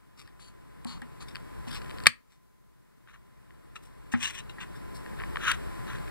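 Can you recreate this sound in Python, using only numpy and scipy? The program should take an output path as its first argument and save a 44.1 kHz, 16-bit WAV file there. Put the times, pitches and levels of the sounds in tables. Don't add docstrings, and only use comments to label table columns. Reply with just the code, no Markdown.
import sys
import numpy as np
from scipy import signal
from scipy.fft import rfft, irfft, next_fast_len
from scipy.io import wavfile
from scipy.ndimage import uniform_filter1d, minimum_filter1d, map_coordinates

SR = 44100
rng = np.random.default_rng(int(sys.argv[2]) if len(sys.argv) > 2 else 0)


def file_out(sig):
    cols = np.atleast_2d(sig).T
    lim = np.clip(cols, -1, 1)
    pcm = np.round(lim * 32767).astype(np.int16)
    wavfile.write(sys.argv[1], SR, pcm)


N = 269406

# start in seconds, relative peak in dB, tilt in dB per octave.
FRACTURES = [(2.0673, 2.5, 0), (2.06817, 1, 3), (2.0704, -9.5, 2.5)]
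# frequency in Hz, relative level in dB, t60 in s before damping.
LID_MODES = [(1135, -6, 0.02), (1665, 5.5, 0.0063), (1803, 2.5, 0.015), (2330, 4, 0.0099),
             (2590, 3, 0.0094), (3030, -4, 0.018), (3960, -8.5, .012), (4490, -7, 0.0078),
             (4390, -2, 0.015), (5044, -13, 0.015), (6520, -20, 0.0057), (8253, -13.5, 0.013),
             (10630, -20, .008), (12200, -26, 0.01), (15110, -30, 0.0063)]
# frequency in Hz, relative level in dB, t60 in s before damping.
CAN_MODES = [(102, 0, .17), (170, -5, .12), (240, 7, 0.19), (330, -12, .08), (540, -14, .1), (715, -6, .06),
             (830, -4, 0.06), (1110, -10, .05), (1300, -9, .035), (1660, 0, .045), (1885, 2, .055)]


def amp(db):
    return 10 ** (np.asarray(db) / 20)


def unit(x):
    return x / np.sqrt(np.mean(x ** 2) + 1e-20)


def along(points, hz):
    point_hz, values = np.transpose(points)
    return np.interp(np.log(hz + 1), np.log(point_hz + 1), values)


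def wobble(knots_per_s, size=N):
    knots = rng.standard_normal(int(size * knots_per_s / SR) + 4)
    return map_coordinates(knots, [np.arange(size) * knots_per_s / SR])


def filtered(x, response):
    n = x.shape[-1]
    padded = next_fast_len(n + 8192)
    spectrum = rfft(x, padded) * response(np.fft.rfftfreq(padded, 1 / SR))
    return irfft(spectrum, padded)[..., :n]


def slope(hz, tilt_db):
    octaves = np.log2(np.clip(hz, 200, 9000) / 2000)
    return amp(np.clip(tilt_db, -12, 6) * octaves)


def add(track, start_s, sound):
    part = track[round(start_s * SR):][:len(sound)]
    part += sound[:len(part)]


def ring(modes, tilt_db, scatter_db, damping, attack_s, crack_db, crack_t60_s):
    hz, db, t60_s = np.transpose(modes)[:, :, None]
    t = np.arange(SR // 5) / SR
    size = amp(db + scatter_db * rng.standard_normal(hz.shape)) * slope(hz, tilt_db)
    sense = (-1) ** np.arange(len(hz))[:, None]
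    decay = amp(-60 * t * damping / t60_s)
    tones = np.sum(sense * size * decay * np.sin(2 * np.pi * hz * t), axis=0)

    def crack_response(f):
        span = 1 / (1 + (f / hz.max()) ** 4) / (1 + (hz.min() / (f + 1)) ** 4)
        return amp(along(np.array(modes)[:, :2], f)) * slope(f, tilt_db) * span

    crack = filtered(rng.standard_normal(len(t)), crack_response) * amp(-60 * t / crack_t60_s)
    x = (unit(tones) + amp(crack_db) * unit(crack)) * (1 - np.exp(-t / attack_s))
    return x / np.abs(x).max()


def blows(events, modes, scatter_db, damping, attack_s, crack_db, crack_t60_s):
    track = np.zeros(N)
    for start_s, peak_db, tilt_db in events:
        blow = ring(modes, tilt_db, scatter_db, damping, attack_s, crack_db, crack_t60_s)
        add(track, start_s, amp(peak_db) * blow)
    return track


def strokes(rows, attack_s, release_s):
    depth_db = 40
    gestures = []
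    for start_s, hold_s, db, tilt_db in rows:
        end_s = start_s + hold_s
        rise = [(start_s - attack_s, db - depth_db), (start_s, db)]
        fall = [(end_s, db), (end_s + release_s, db - depth_db)]
        gestures.append((rise + fall, tilt_db))
    return gestures


def friction(gestures, colour, slips_per_s, smooth, uneven_db, ring_t60_s, ring_db):
    spots_per_s = 24.5
    track, t = np.zeros(N), np.arange(SR // 2) / SR
    wall_t = np.arange(SR // 20) / SR
    for outline, tilt_db in gestures:
        times_s, levels_db = np.transpose(outline)
        start_s = max(times_s[0], 0)
        slips = (rng.random(len(t)) < slips_per_s / SR) * rng.standard_normal(len(t))
        pressure = amp(uneven_db * wobble(107.6, len(t)))
        grain = (unit(slips) + smooth * rng.standard_normal(len(t))) * pressure
        walls = rng.standard_normal((2, len(wall_t))) * amp(-60 * wall_t / ring_t60_s)
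        here, there = [signal.fftconvolve(grain, wall / np.linalg.norm(wall))[:len(t)] for wall in walls]
        spot = wobble(spots_per_s, len(t))
        grain = grain + amp(ring_db) * (np.cos(spot) * here + np.sin(spot) * there)
        sound = unit(filtered(grain, lambda hz: amp(along(colour, hz)) * slope(hz, tilt_db)))
        level = amp(np.interp(start_s + t, times_s, levels_db)) * (start_s + t < times_s[-1])
        add(track, start_s, sound * level)
    return track


def can():
    return snap() + ticks() + pings() + knocks() + swipes() + rubs() + slides() + bends()


def snap():
    # frequency in Hz, level in dB, t60 in s.
    pop_modes = [(152, 8.5, .05), (494, 2, 0.027)]
    # frequency in Hz, relative level in dB per Hz.
    wall_colour = [(300, -24.5), (800, -16), (1100, 2.5), (1600, -3.5), (2300, -7), (2800, -3), (3600, -7),
                   (4600, -12), (5600, -10), (7600, -15), (10000, -22), (15000, -28)]
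    tear_rms_db, jolt_peak_db, jolt_tilt_db = -12, 0, -3
    shimmer_db, shimmer_t60_s = -4.5, .08
    start_s, t = FRACTURES[0][0], np.arange(SR // 10) / SR
    tear = blows(FRACTURES, LID_MODES, scatter_db=0, damping=1, attack_s=.0004, crack_db=-4, crack_t60_s=.022)
    body = blows([(start_s, jolt_peak_db, jolt_tilt_db)], CAN_MODES, scatter_db=.5, damping=0.98,
                 attack_s=.001, crack_db=-2.0, crack_t60_s=0.062)
    for hz, db, t60_s in pop_modes:
        add(body, start_s, amp(db - 60 * t / t60_s) * np.sin(2 * np.pi * hz * t))
    shimmer = unit(filtered(rng.standard_normal(len(t)), lambda hz: amp(along(wall_colour, hz))))
    add(body, start_s, amp(shimmer_db - 60 * t / shimmer_t60_s) * shimmer)
    return amp(tear_rms_db) * unit(tear) + body


def ticks():
    # start in seconds, peak in dB, tilt in dB per octave.
    clicks = [(.2756, -27.5, 6), (.395, -29, -13), (.8472, -21, 10), (1.0183, -27.5, 5), (1.2232, -30, -5),
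              (1.2868, -38, 6), (1.356, -17, 0), (1.6795, -31, 1), (1.685, -31, 6), (1.8195, -33.5, 4),
              (2.037, -33, 5), (2.0585, -12.5, -3.5), (3.5065, -28, -15), (5.0618, -29, -9.5),
              (5.2057, -30, -15), (5.4515, -28, -11), (5.5158, -16, 3.5)]
    events = clicks + creaks() + crackle(count=8)
    return blows(events, LID_MODES, scatter_db=3, damping=1.5, attack_s=.0002, crack_db=-.5, crack_t60_s=.007)


def creaks():
    # first slip in seconds, gap in s, count, peak of the first slip in dB.
    runs = [(1.35, .017, 2, -25.5), (1.8964, .014, 2, -31), (1.9844, .018, 2, -31.5),
            (3.0746, .011, 3, -26.5), (3.138, .011, 3, -32.5), (5.2, .0184, 3, -27.5),
            (5.3582, .012, 2, -20)]
    slip_grows_db = 1.5
    sealed_tilt_db, open_tilt_db = -1, -13.5
    opened_s = FRACTURES[0][0]
    slips = []
    for start_s, gap_s, count, peak_db in runs:
        tilt_db = sealed_tilt_db if start_s < opened_s else open_tilt_db
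        for k in range(round(count)):
            slips.append((start_s + k * gap_s, peak_db + k * slip_grows_db, tilt_db))
    return slips


def crackle(count):
    # start in seconds, end in seconds.
    strains = [(1.801, 2.05), (5.829, 6.1)]
    mean_db, spread_db, tilt_db = -38.5, 3.5, -1
    return [(rng.uniform(start_s, end_s), rng.normal(mean_db, spread_db), tilt_db)
            for start_s, end_s in strains for _ in range(count)]


def pings():
    # start in seconds, peak in dB, favoured frequency in Hz.
    strikes = [(3.7575, -25.5, 3950), (3.757, -22, 1300), (3.7636, -18.5, 1300), (4.2558, -10.5, 2730),
               (4.383, -43, 1300), (4.404, -32, 3950), (4.4955, -29.5, 3950)]
    # frequency in Hz, level in dB before weakening, t60 in s before damping.
    tab_modes = [(1297, 5, 0.022), (1863, -15, .016), (2733, 6.5, 0.034), (3920, -3, 0.032),
                 (5420, -12, .03), (7470, -8, .018)]
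    loss_db = 10
    track = np.zeros(N)
    for start_s, peak_db, spot_hz in strikes:
        modes = [(hz, db - loss_db * abs(np.log2(hz / spot_hz)), t60_s) for hz, db, t60_s in tab_modes]
        track += blows([(start_s, peak_db, 0)], modes, scatter_db=2, damping=0.82,
                       attack_s=.0005, crack_db=-11.5, crack_t60_s=.008)
    return track


def knocks():
    # start in seconds, peak in dB, tilt in dB per octave,
    # highest frequency that the contact excites in Hz.
    contacts = [(0.277, -30.5, 6, 3000), (.851, -14.5, 0, 990), (1.019, -20.5, 1.5, 2500),
                (1.67, -25.5, -.5, 900), (4.124, -23.5, 6, 3000), (4.1371, -3, -.5, 3000),
                (4.583, -27, 5.5, 2980)]
    rebound_s, rebound_loss_db = 0.0039, 11.5
    track = np.zeros(N)
    for start_s, peak_db, tilt_db, top_hz in contacts:
        modes = [(hz, db - 10 * np.log10(1 + (hz / top_hz) ** 8), t60_s) for hz, db, t60_s in CAN_MODES]
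        pair = [(start_s, peak_db, tilt_db), (start_s + rebound_s, peak_db - rebound_loss_db, tilt_db)]
        track += blows(pair, modes, scatter_db=1.5, damping=1, attack_s=.001, crack_db=-10, crack_t60_s=.11)
    return track


def swipes():
    # start of hold in seconds, hold in s, level in dB, tilt in dB per octave.
    glides = [(.399, 0.089, -41, 3), (.868, 0.064, -32, 0), (.94, 0.037, -32, -2.5),
              (1.206, 0.023, -37, 0.5)]
    # frequency in Hz, relative level in dB per Hz.
    rim_colour = [(240, 10), (500, -14), (800, -4), (1150, 1.5), (1600, -9), (2100, -10), (3300, -7),
                  (3850, -8.5), (4450, -0.5), (5100, -17), (6800, -13), (7450, -14), (8200, -24),
                  (9300, -3.5), (10500, -35), (15000, -35)]
    gestures = strokes(glides, attack_s=0.016, release_s=0.057)
    return friction(gestures, rim_colour, slips_per_s=6000, smooth=1, uneven_db=1, ring_t60_s=.01, ring_db=-10)


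def rubs():
    # start of hold in seconds, hold in s, level in dB, tilt in dB per octave.
    skin_strokes = [(.185, 0.031, -31.5, 0.5), (.25, 0.044, -37.5, -2.5), (1.288, .003, -38, 1),
                    (1.68, 0.011, -36, 0), (1.712, 0.036, -35.5, 0.5), (1.752, 0.012, -31, 0.5),
                    (2.305, .044, -42.5, 1.5), (3.83, 0.032, -50.5, 6), (4.76, 0.0096, -52.5, 7),
                    (4.952, 0.019, -49.5, 6)]
    # frequency in Hz, relative level in dB per Hz.
    skin_colour = [(100, -6.5), (250, -13.5), (500, -51), (1100, -20), (1900, -24), (3000, -24),
                   (4000, -27), (5450, -26), (6500, -37.5), (8500, -33), (10800, -40.5), (15000, -52)]
    gestures = strokes(skin_strokes, attack_s=0.035, release_s=0.07)
    return friction(gestures, skin_colour, slips_per_s=1400, smooth=.4, uneven_db=1.8,
                    ring_t60_s=.012, ring_db=-3)


def slides():
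    # start of hold in seconds, hold in s, level in dB, tilt in dB per octave.
    short_slides = [(3.756, .012, -35.5, 0.5), (4.119, 0.011, -32.5, 3.5), (4.496, 0.0045, -37, -4),
                    (4.604, 0.028, -34, -3)]
    # time in seconds, level in dB before drag_db.
    drag = [(4.16, -62), (4.2, -53), (4.218, -42), (4.232, -31), (4.244, -36.5), (4.256, -35), (4.268, -40),
            (4.308, -42.5), (4.325, -56.5), (4.346, -46.5), (4.4, -49.5), (4.425, -80)]
    # frequency in Hz, relative level in dB per Hz.
    slide_colour = [(120, -8), (250, -7), (500, -37), (1050, -5.5), (1350, -10), (1750, -1), (2200, -8),
                    (2720, 3), (3200, -4.5), (3900, -8), (4800, -21.5), (6300, -8.5), (7100, -23),
                    (8400, -10), (9500, -21.5), (12000, -32.5), (15000, -31)]
    drag_db, drag_tilt_db = 13, 0.5
    gestures = strokes(short_slides, attack_s=0.008, release_s=0.046)
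    gestures.append(([(s, db + drag_db) for s, db in drag], drag_tilt_db))
    return friction(gestures, slide_colour, slips_per_s=2800, smooth=.55, uneven_db=1,
                    ring_t60_s=.02, ring_db=-5)


def bends():
    # start of hold in seconds, hold in s, level in dB, tilt in dB per octave.
    grates = [(3.085, 0.024, -39, -0.5), (3.135, 0.017, -37, -2), (4.74, 0.011, -46.5, -7),
              (5.195, 0.01, -39.5, -8), (5.88, 0.079, -44, -2)]
    # time in seconds, level in dB before lever_db.
    lever = [(5.385, -58), (5.41, -42), (5.44, -35), (5.482, -25.5), (5.499, -25.5), (5.512, -30),
             (5.518, -24.5), (5.528, -39), (5.547, -38), (5.58, -67)]
    # frequency in Hz, relative level in dB per Hz.
    bend_colour = [(200, -30), (750, -35), (1050, -7), (1350, 1.5), (1800, 0), (2100, -7), (2700, -6.5),
                   (3800, -9.5), (4900, -29.5), (6100, -12.5), (8000, -30.5), (9800, -18.5), (12000, -41),
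                   (15000, -32)]
    lever_db, lever_tilt_db = 1, -1.5
    gestures = strokes(grates, attack_s=0.04, release_s=0.067)
    gestures.append(([(s, db + lever_db) for s, db in lever], lever_tilt_db))
    return friction(gestures, bend_colour, slips_per_s=3000, smooth=1, uneven_db=1.2,
                    ring_t60_s=.01, ring_db=-10)


def room(x):
    # frequency in Hz, t60 in s.
    room_decay = [(150, .16), (1200, .23), (2500, .19), (4500, .18), (8500, .17), (13000, .14)]
    hz, t, bins = signal.stft(rng.standard_normal((2, SR // 2)), SR, nperseg=256)
    decay = amp(-60 * t / along(room_decay, hz)[:, None])
    tail = signal.istft(bins * decay, SR, nperseg=256)[1]
    tail = np.pad(tail / np.linalg.norm(tail[0]), ((0, 0), (SR // 250, 0)))
    return signal.fftconvolve(x[None], tail, axes=1)[:, :N]


def background():
    # frequency in Hz, relative level in dB per Hz.
    air_colour = [(25, -9), (55, 3), (85, -10.5), (120, -1.5), (250, -9), (400, -9.5), (800, -21),
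                  (1050, -20), (1800, -23), (2600, -30.5), (4800, -37.5), (6500, -43), (9000, -36.5),
                  (15000, -46)]
    # frequency in Hz, coherence.
    likeness = [(500, 0.98), (850, 0.59), (1400, 0.46), (2500, 0.85), (5000, 0.53), (9000, 0.86),
                (13000, 0.073)]
    # mean frequency in Hz, nominal rms in dB.
    steady_tones = [(56, -49.5), (119, -48.5), (1020, -55.5)]

    def shared_and_opposed(hz):
        turn = np.arccos(np.clip(along(likeness, hz), -1, 1)) / 2
        return amp(along(air_colour, hz)) * [np.cos(turn), np.sin(turn)]

    both, apart = filtered(rng.standard_normal((2, N)), shared_and_opposed)
    air = amp(-37.5) * unit(np.array([both + apart, both - apart]))
    tones = np.zeros(N)
    for hz, rms_db in steady_tones:
        level = amp(rms_db + 1.4 * wobble(4.8)) * np.sqrt(2)
        cycles = np.cumsum(hz + 1.5 * wobble(19)) / SR
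        tones += level * np.sin(2 * np.pi * cycles)
    return air + tones


def microphones(pair):
    def phase(hz):
        bass = np.pi * (1.5 + .5 * np.tanh((hz - 850) / 130))
        lag_s = .000325
        return bass + 2 * np.pi * lag_s * np.maximum(hz - 1600, 0)
    return filtered(pair, lambda hz: np.array([np.ones_like(hz), np.exp(-1j * phase(hz))]))


def scene():
    # frequency in Hz, left minus right in dB.
    balance = [(200, 1.5), (850, 2), (1300, 2), (2600, 4), (3700, 8.5), (4600, 5), (7000, 4.5), (9800, 3.5),
               (12000, 14.5), (15000, 10)]
    direct = can()
    walls = filtered(room(direct), lambda hz: slope(hz, tilt_db=0.55))
    near = filtered(direct + amp(-22.5) * walls, lambda hz: amp(np.outer([.5, -.5], along(balance, hz))))
    return microphones(near + amp([[.7], [-.7]]) * background())


def gain_control(x, ceiling_db, start_db, hold_s, recovery_db_per_s):
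    t, hold = np.arange(N) / SR, 2 * int(hold_s * SR / 2) + 1
    power = np.abs(uniform_filter1d(np.mean(x ** 2, axis=0), size=176))
    needed_db = np.minimum(0, ceiling_db - 10 * np.log10(power + 1e-12))
    held_db = minimum_filter1d(needed_db, hold, origin=hold // 2)
    held_db[0] = start_db
    climb_db = recovery_db_per_s * t
    gain_db = np.minimum.accumulate(held_db - climb_db) + climb_db
    return x * amp(gain_db)


def record(dry):
    top_hz = 15750
    x = gain_control(dry, ceiling_db=-4.0, start_db=-19.5, hold_s=0.58, recovery_db_per_s=9.0)
    x = np.clip(x + amp(-74.5) * rng.standard_normal((2, N)), -1, 1)
    return filtered(x, lambda hz: np.clip((top_hz - hz) / 200 + .5, 0, 1))


dry = scene()
out = record(dry)
file_out(out)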